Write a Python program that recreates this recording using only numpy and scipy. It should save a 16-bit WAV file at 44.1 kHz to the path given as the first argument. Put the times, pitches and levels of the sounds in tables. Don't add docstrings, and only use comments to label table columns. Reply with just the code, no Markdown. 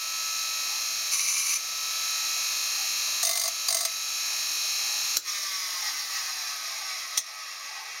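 import sys
import numpy as np
from scipy import signal
from scipy.fft import rfft, irfft, next_fast_len
from scipy.io import wavfile
from scipy.ndimage import uniform_filter1d, minimum_filter1d, map_coordinates

SR = 44100
rng = np.random.default_rng(int(sys.argv[2]) if len(sys.argv) > 2 else 0)


def persist_wave(psi):
    counts = np.round(np.clip(psi, -1, 1) * 32767).astype(np.int16)
    wavfile.write(sys.argv[1], SR, np.atleast_2d(counts).T)


N = 352800
TIME = np.arange(N) / SR
SHAFT_HZ, OFF_S = 48.26, 5.19
PASS_START_S, PASS_END_S = 1.108, 1.585


def amp(db):
    return np.exp(np.asarray(db) * (np.log(10) / 20))


def unit(x):
    return x / np.sqrt(np.mean(np.abs(x) ** 2) + 1e-20)


def along(points, hz):
    knots_hz, values = np.transpose(points)
    return np.interp(np.log(hz + 1), np.log(knots_hz + 1), values)


def noise():
    return rng.standard_normal(N)


def wobble(rate_hz):
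    knots = rng.standard_normal(400)
    steps = np.arange(0, N, 200)
    return np.interp(TIME, steps / SR, map_coordinates(knots, [steps * rate_hz / SR], mode="wrap"))


def grit(spread_db, rate_hz):
    grain = (TIME * rate_hz).astype(int)
    return unit(noise() * amp(spread_db * rng.standard_normal(grain[-1] + 1))[grain])


def bursts(rows):
    level = np.zeros(N)
    for start_s, db, t60_s in rows:
        start = round(start_s * SR)
        t = TIME[:min(N - start, SR // 4)]
        level[start:start + len(t)] += amp(db - 60 * t / t60_s) * (1 - np.exp(-t / 0.00085))
    return level * noise()


def contact(spans, press_s=0.017, lift_s=0.027):
    ramps = (np.minimum((TIME - start) / press_s, (end - TIME) / lift_s) for start, end in spans)
    return sum(np.clip(ramp, 0, 1) for ramp in ramps)


def filtered(x, response):
    size = next_fast_len(N + SR // 6)
    spectrum = rfft(x.astype(np.float32), size) * response(np.fft.rfftfreq(size, 1 / SR))
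    return irfft(spectrum.astype(np.complex64), size)[:N].astype(float)


def coloured(x, spectrum):
    return filtered(x, lambda hz: unit(amp(along(spectrum, hz))))


def rung(x, modes):
    def response(hz):
        bank = sum((-1) ** k * amp(db) * 1j * hz * width / (centre ** 2 - hz ** 2 + 1j * hz * width)
                   for k, (centre, width, db) in enumerate(modes))
        return unit(bank * (1j * hz / (1j * hz + 350)) ** 3)
    return filtered(x, response)


# (frequency [Hz], t60 [s])
SHED_DECAY = [(200, .26), (2000, .23), (6000, .15), (14000, .1)]


def shed(x):
    hz, t, spectra = signal.stft(rng.standard_normal(SR // 2), SR, nperseg=256)
    decay = amp(-60 * t / along(SHED_DECAY, hz)[:, None])
    tail = signal.istft(spectra * decay, SR, nperseg=256)[1]
    return signal.fftconvolve(np.pad(x, (150, 0)), tail / np.linalg.norm(tail))[:N]


def shaft_speed(load, sag_hz=.13, inertia_s=0.301, friction_hz_per_s=5.7, drag_per_s=.145):
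    follow = 1 / (inertia_s * SR)
    driven_hz = SHAFT_HZ - sag_hz * signal.lfilter([follow], [1, follow - 1], load)
    offset_hz = friction_hz_per_s / drag_per_s
    return (driven_hz + offset_hz) * np.exp(-drag_per_s * np.maximum(TIME - OFF_S, 0)) - offset_hz


def bearing(turns, pass_db, sideband_db, outer_db, between_db, uneven_db):
    size, harmonic = 2 ** 15, np.arange(1350)
    families = [np.isin(harmonic % 13, offsets) for offsets in (0, (3, 10), (6, 7))]
    db = np.select(families, [pass_db, sideband_db, outer_db], between_db)
    db = np.where(harmonic < 60, between_db, db) + uneven_db * rng.standard_normal(len(harmonic))
    race = irfft(amp(db) * np.exp(2j * np.pi * rng.random(len(harmonic))), size)
    return unit(np.interp(turns / 3 % 1 * size, np.arange(size), race))


# (frequency [Hz], level [dB])
MOTOR_TONES = [(1044, -61), (1109, -63), (1174, -57), (1206, -55), (1435, -62)]
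LOW_BEARING_TONES = [(1674, -58), (1723, -59), (1884, -56), (2089, -55), (2250, -54), (2299, -57),
                     (2347, -57), (2396, -58), (2476, -52), (2509, -46), (2606, -56), (2670, -52),
                     (2719, -50), (2767, -55), (2815, -57), (3090, -56), (3138, -55), (3257, -59),
                     (3295, -57), (3391, -59), (3505, -59), (3601, -60)]
HIGH_BEARING_TONES = [(3811, -54), (3924, -46), (3973, -46), (4070, -49), (4183, -45), (4344, -51),
                      (4393, -47), (4490, -53), (4597, -52), (4694, -53), (4748, -52), (5017, -48),
                      (5227, -51), (5437, -43), (5486, -50), (5550, -51), (5647, -46), (5857, -47),
                      (5970, -53), (6110, -55), (6272, -52), (6320, -51), (6385, -46), (6481, -44),
                      (6519, -49), (6578, -48), (6691, -52), (6901, -50), (6998, -51), (7106, -56),
                      (7230, -56), (9990, -60), (12930, -60), (13700, -60)]


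def whine(turns, coasting, waver_db=.7, swell_db=3.2, fade_db=-3.5):
    gains = [amp(wobble(8) * (waver_db + swell_db * coasting) + fade_db * coasting) for _ in range(7)]
    tones = np.zeros(N)
    for k, (hz, db) in enumerate(MOTOR_TONES + LOW_BEARING_TONES + HIGH_BEARING_TONES):
        cycles = hz / SHAFT_HZ * turns + rng.random()
        tones += amp(db) * gains[k % len(gains)] * np.sin(2 * np.pi * cycles)
    return np.sqrt(2) * tones


def slot_tone(turns, slots=27, fade_db_per_s=1, beat_db=4, beat_s=1.793):
    db = -43 - fade_db_per_s * TIME + beat_db * np.cos(2 * np.pi * (TIME - 0.26) / beat_s)
    return amp(db) * np.sin(2 * np.pi * slots * turns)


def speed_balance(x, pace, edges_hz=(3200, 7900)):
    low, low_mid = (filtered(x, lambda hz: 1 / (1 + (hz / edge) ** 8)) for edge in edges_hz)
    return (amp(1) * pace ** .55 * low
            + amp(0.54) * pace ** .95 * (low_mid - low)
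            + amp(8.5) * pace ** 1.5 * (x - low_mid))


# (frequency [Hz], width [Hz], gain [dB])
HOUSING_MODES = [(3976, 64, 2.5), (4190, 25, 6), (4480, 170, -4), (5020, 150, 6.5), (5505, 90, 3),
                 (5750, 38, 6.5), (5930, 81, 1), (6490, 37, 4.5), (6583, 140, -0.5)]
GUARD_MODES = [(1091, 56, -1.5), (1254, 89, 1.5), (1500, 30, -10), (1629, 44, -1.5), (1731, 32, -4.5),
               (1921, 27.5, 7), (2058, 51, -1.5), (2262, 48, 3), (2500, 52, -1.5), (2703, 37, 2),
               (3260, 28, -8)]
RACE_MODES = [(9450, 1000, -1.5), (10200, 87, 0), (11120, 370, 0.5), (12600, 220, 6), (13160, 200, 6.5),
              (14000, 250, -3), (14300, 350, -11)]
# (frequency [Hz], gain [dB])
BODY_SPECTRUM = [(410, -28.5), (700, -15.5), (982, -10), (1260, -10), (1510, -12.5), (2440, -3.5),
                 (3560, -10), (4060, 7.5), (4800, 1), (6480, 1.5), (7880, -12), (9210, -15.5), (11900, -23),
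                 (15700, -27)]
WINDAGE_SPECTRUM = [(150, -36), (410, -26), (700, -10), (1000, -11), (1250, -5), (1500, -10), (2400, -3.5),
                    (2950, -8), (3650, -3), (4060, 2), (4900, -1), (6450, 0), (7880, -17), (9200, -12),
                    (12000, -21), (15700, -23)]
# (time [s], gain [dB])
ARM_SHADE = [(0, -1), (1.6, -2.5), (2, -0.5)]


def grinder():
    load = contact([(PASS_START_S, PASS_END_S)] + LIGHT_PASSES)
    speed_hz = shaft_speed(load)
    turns, pace = np.cumsum(speed_hz) / SR, speed_hz / SHAFT_HZ
    coasting = np.clip((TIME - OFF_S) / .06, 0, 1)
    powered = 1 - coasting
    rolling = turns + 0.0003 * wobble(27)
    jolts = powered * bearing(rolling, pass_db=7, sideband_db=7, outer_db=6, between_db=0, uneven_db=0)
    hiss = grit(spread_db=2.5, rate_hz=1300)
    housing = amp(-43.5) * rung(jolts + (.35 + .35 * coasting) * hiss, HOUSING_MODES)
    guards = amp(-51) * coasting * rung(hiss, GUARD_MODES)
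    rattle = amp(-36) * coloured(jolts, BODY_SPECTRUM)
    races = amp(-51) * rung(0.72 * jolts + (0.62 + 0.21 * coasting) * hiss, RACE_MODES)
    tones = amp(.7) * pace ** 8 * whine(rolling, coasting)
    air = amp(.5 * coasting - 39.5) * coloured(hiss, WINDAGE_SPECTRUM)
    sound = shed(rattle + housing + guards) + races + tones + air + coasting * run_down(turns, pace)
    sound -= 0.85 * load * filtered(sound, lambda hz: np.exp(-((hz - 2670) / 910) ** 2))
    arm_db = np.interp(TIME, *np.transpose(ARM_SHADE))
    return amp(arm_db) * speed_balance(sound, pace) + powered * slot_tone(turns)


# (frequency [Hz], gain [dB])
ROOM_SPECTRUM = [(15, -45), (25, -17.5), (136, -12), (192, -25), (275, -5.5), (361, -7), (583, -8),
                 (637, 2.5), (835, -8), (900, -45), (1170, -61), (1980, -120)]
# (time [s], level [dB], half-width [s])
NOTE_SWELLS = [(.74, -57, .05), (2.24, -58, .05), (2.82, -54, .06), (4.32, -55, .05), (4.95, -57, .2),
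               (5.86, -53, .07), (6.81, -54, .05), (7.34, -53, .05), (7.8, -53, .12)]


def background():
    swell = sum(amp(db) * np.exp(-((TIME - s) / width_s) ** 2) for s, db, width_s in NOTE_SWELLS)
    note = coloured(noise(), [(560, -37), (740, 4.5), (880, 8.5), (1080, -69)])
    room_db = np.interp(TIME, [OFF_S, 8], [-58, -67])
    return amp(room_db) * coloured(noise(), ROOM_SPECTRUM) + amp(5) * swell * note


# (frequency [Hz], gain [dB])
RASP_SPECTRUM = [(530, -44), (900, -35), (1090, -23), (1370, -33), (1820, -39), (2100, -4), (2460, 3.5),
                 (3440, -12.5), (4060, -3), (5160, -3), (6100, 5.5), (7130, 0), (7750, -13), (10100, -1.5),
                 (15700, -23)]
SPARK_SPECTRUM = [(4000, -27), (8500, 1), (12000, -13), (15700, -11)]
# (frequency [Hz], width [Hz], gain [dB])
BLADE_MODES = [(1103, 52, -9), (2400, 59, -0.5), (5880, 160, -5.5), (6270, 220, 2.5), (6940, 57, -11),
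               (10400, 61, -4.5), (11120, 34, -12)]


def smooth_pass(bite_db=1, settle_s=0.17):
    settling = np.exp(-np.maximum(TIME - PASS_START_S, 0) / settle_s)
    unsteady_db = .8 * wobble(25) + 1.3 * wobble(170)
    pressure = contact([(PASS_START_S, PASS_END_S)]) * amp(-30.7 + bite_db * settling + unsteady_db)
    force = pressure * grit(spread_db=2, rate_hz=1000)
    sizzle = pressure * grit(spread_db=6, rate_hz=2500)
    steel = coloured(force, RASP_SPECTRUM) + rung(force, BLADE_MODES)
    return amp(4) * steel + amp(-8) * coloured(sizzle, SPARK_SPECTRUM)


# (start [s], end [s])
LIGHT_PASSES = [(3.229, 3.48), (3.684, 3.86)]
# (time [s], level [dB])
WHEEL_BITES = [(3.229, -6), (3.2493, -5.5), (3.268, -4), (3.2917, -5), (3.3107, -6), (3.3313, -8.5),
               (3.354, -6.5), (3.3727, -5.5), (3.3952, -7), (3.414, -6), (3.4364, -7.5), (3.4553, -8),
               (3.4774, -8.5), (3.6836, -6), (3.7042, -4), (3.7244, -5), (3.7446, -4), (3.767, -6.5),
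               (3.786, -12), (3.806, -6), (3.828, -13), (3.8494, -6)]
# (frequency [Hz], gain [dB])
SCRAPE_SPECTRUM = [(1060, -25.5), (1800, -6.5), (2410, -6.5), (3000, -8), (3620, -5), (3920, -11),
                   (6340, 3), (7810, -4), (9500, -3), (11500, -11), (15700, -4)]
# (frequency [Hz], width [Hz], gain [dB])
SHANK_MODES = [(2065, 14, 1), (3710, 40, -5), (4190, 80, -5), (4770, 56, 1), (5560, 58, -3), (6210, 70, 0),
               (6450, 120, -3), (6960, 70, -2), (8430, 50, 2), (9650, 60, -6), (9930, 45, -5),
               (12250, 60, -9), (12720, 44, -9)]
REST_MODES = [(654, 29.5, 4), (709, 41, 1), (1130, 81, -5.5)]


def chatter(scrape_t60_s=.055, kick_t60_s=.03):
    t60s = scrape_t60_s * np.exp(.2 * rng.standard_normal(len(WHEEL_BITES)))
    scrapes = bursts([(s, db, t60) for (s, db), t60 in zip(WHEEL_BITES, t60s)])
    scrapes *= amp(2.5 * wobble(310) - .7)
    rubbing = amp(-26) * contact(LIGHT_PASSES) * grit(spread_db=4, rate_hz=1500)
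    kicks = bursts([(s, db, kick_t60_s) for s, db in WHEEL_BITES])
    shank = amp(-6.5) * rung(kicks + rubbing / 2, SHANK_MODES)
    rest = amp(-18.5) * rung(kicks + rubbing, REST_MODES)
    return amp(-11.5) * coloured(scrapes + rubbing, SCRAPE_SPECTRUM) + shank + rest


# (time [s], level [dB], t60 [s])
SWITCH_HITS = [(5.1688, 7.5, 0.017), (5.1710, 6.5, 0.0051)]
# (frequency [Hz], width [Hz], gain [dB])
ROCKER_MODES = [(6300, 390, 8), (7000, 120, -12), (13300, 440, -7)]
# (frequency [Hz], gain [dB])
CLICK_SPECTRUM = [(30, -32), (200, -8.5), (1200, 1.5), (3000, 3), (6100, 19.5), (9000, 5.5), (15700, 7)]


def switch():
    snap = bursts(SWITCH_HITS)
    push = bursts([(5.169, -35, 0.028)])
    thump = coloured(push, [(20, 1), (70, 1), (150, -15), (400, -45), (900, -95)])
    return coloured(snap, CLICK_SPECTRUM) + amp(-14) * rung(snap, ROCKER_MODES) + thump


# (frequency [Hz], gain [dB])
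COAST_SPECTRUM = [(550, -14), (780, -3), (1000, -9.5), (1450, -4), (2100, 4), (3200, -1.5), (4200, 6.5),
                  (4800, -3), (5600, 11), (6100, -1.5), (6500, 7.5), (7200, -5), (10000, -16)]


def run_down(turns, pace):
    skidding = turns + .0009 * wobble(14)
    race = bearing(skidding, pass_db=17, sideband_db=10, outer_db=3, between_db=-14, uneven_db=3.5)
    race *= amp(1.2 * wobble(22) - .2)
    race = .8 * race + .6 * shed(race)
    song = amp(-34) * rung(race, HOUSING_MODES) + amp(-33.5) * coloured(race, COAST_SPECTRUM)
    return amp(-41.5) * rung(race, GUARD_MODES) + pace * song


# (time [s], level [dB], t60 [s])
CLACK_HITS = [(7.1724, -24, .04), (7.1763, -7, .046)]
# (frequency [Hz], width [Hz], gain [dB])
CLACK_MODES = [(1940, 76, -7), (4150, 260, -3), (5450, 200, -1), (6250, 450, 2), (9050, 600, -7)]
HUM_MODES = [(650, 10, 0)]


def clack():
    hits = bursts(CLACK_HITS)
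    ring = amp(5) * rung(hits, CLACK_MODES) + amp(-30) * rung(hits, HUM_MODES)
    return coloured(hits, CLICK_SPECTRUM) + ring


def scene():
    work = smooth_pass() + chatter()
    clicks = switch() + clack()
    mono = work + amp(-12) * shed(work) + grinder() + clicks + amp(-6.5) * shed(clicks) + background()
    return np.array([mono, mono])


def gain_control(x, threshold_db, range_db, recover_s, start_cut_db):
    level_db = 10 * np.log10(np.abs(uniform_filter1d(x ** 2, size=1323, origin=661)) + 1e-12)
    over_db = np.clip(level_db - threshold_db, 0, range_db)
    fading = np.exp(-TIME / recover_s)
    cut_db = fading * np.maximum.accumulate(np.maximum(over_db / fading, start_cut_db))
    return x * amp(-cut_db)


def limiter(x, ceiling_db, hold_s, release_db_per_s):
    level_db = 10 * np.log10(np.abs(uniform_filter1d(x ** 2, size=44)) + 1e-12)
    half_hold = int(hold_s * SR / 2)
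    over_db = -minimum_filter1d(np.minimum(ceiling_db - level_db, 0), 2 * half_hold + 1, origin=half_hold)
    release_db = release_db_per_s * TIME
    cut_db = np.maximum.accumulate(over_db + release_db) - release_db
    return x * amp(-uniform_filter1d(cut_db, size=22))


def record(dry, notch_hz=7880, top_hz=15850):
    mic = filtered(dry[0], lambda hz: amp(-14 / (1 + ((hz - notch_hz) / 200) ** 2)))
    mic = gain_control(mic, threshold_db=-25.5, range_db=5, recover_s=0.32, start_cut_db=3)
    mic = limiter(mic, ceiling_db=-15, hold_s=.048, release_db_per_s=160)
    mic = filtered(mic, lambda hz: hz < top_hz)
    return np.array([mic, mic])


dry = scene()
out = record(dry)
persist_wave(out)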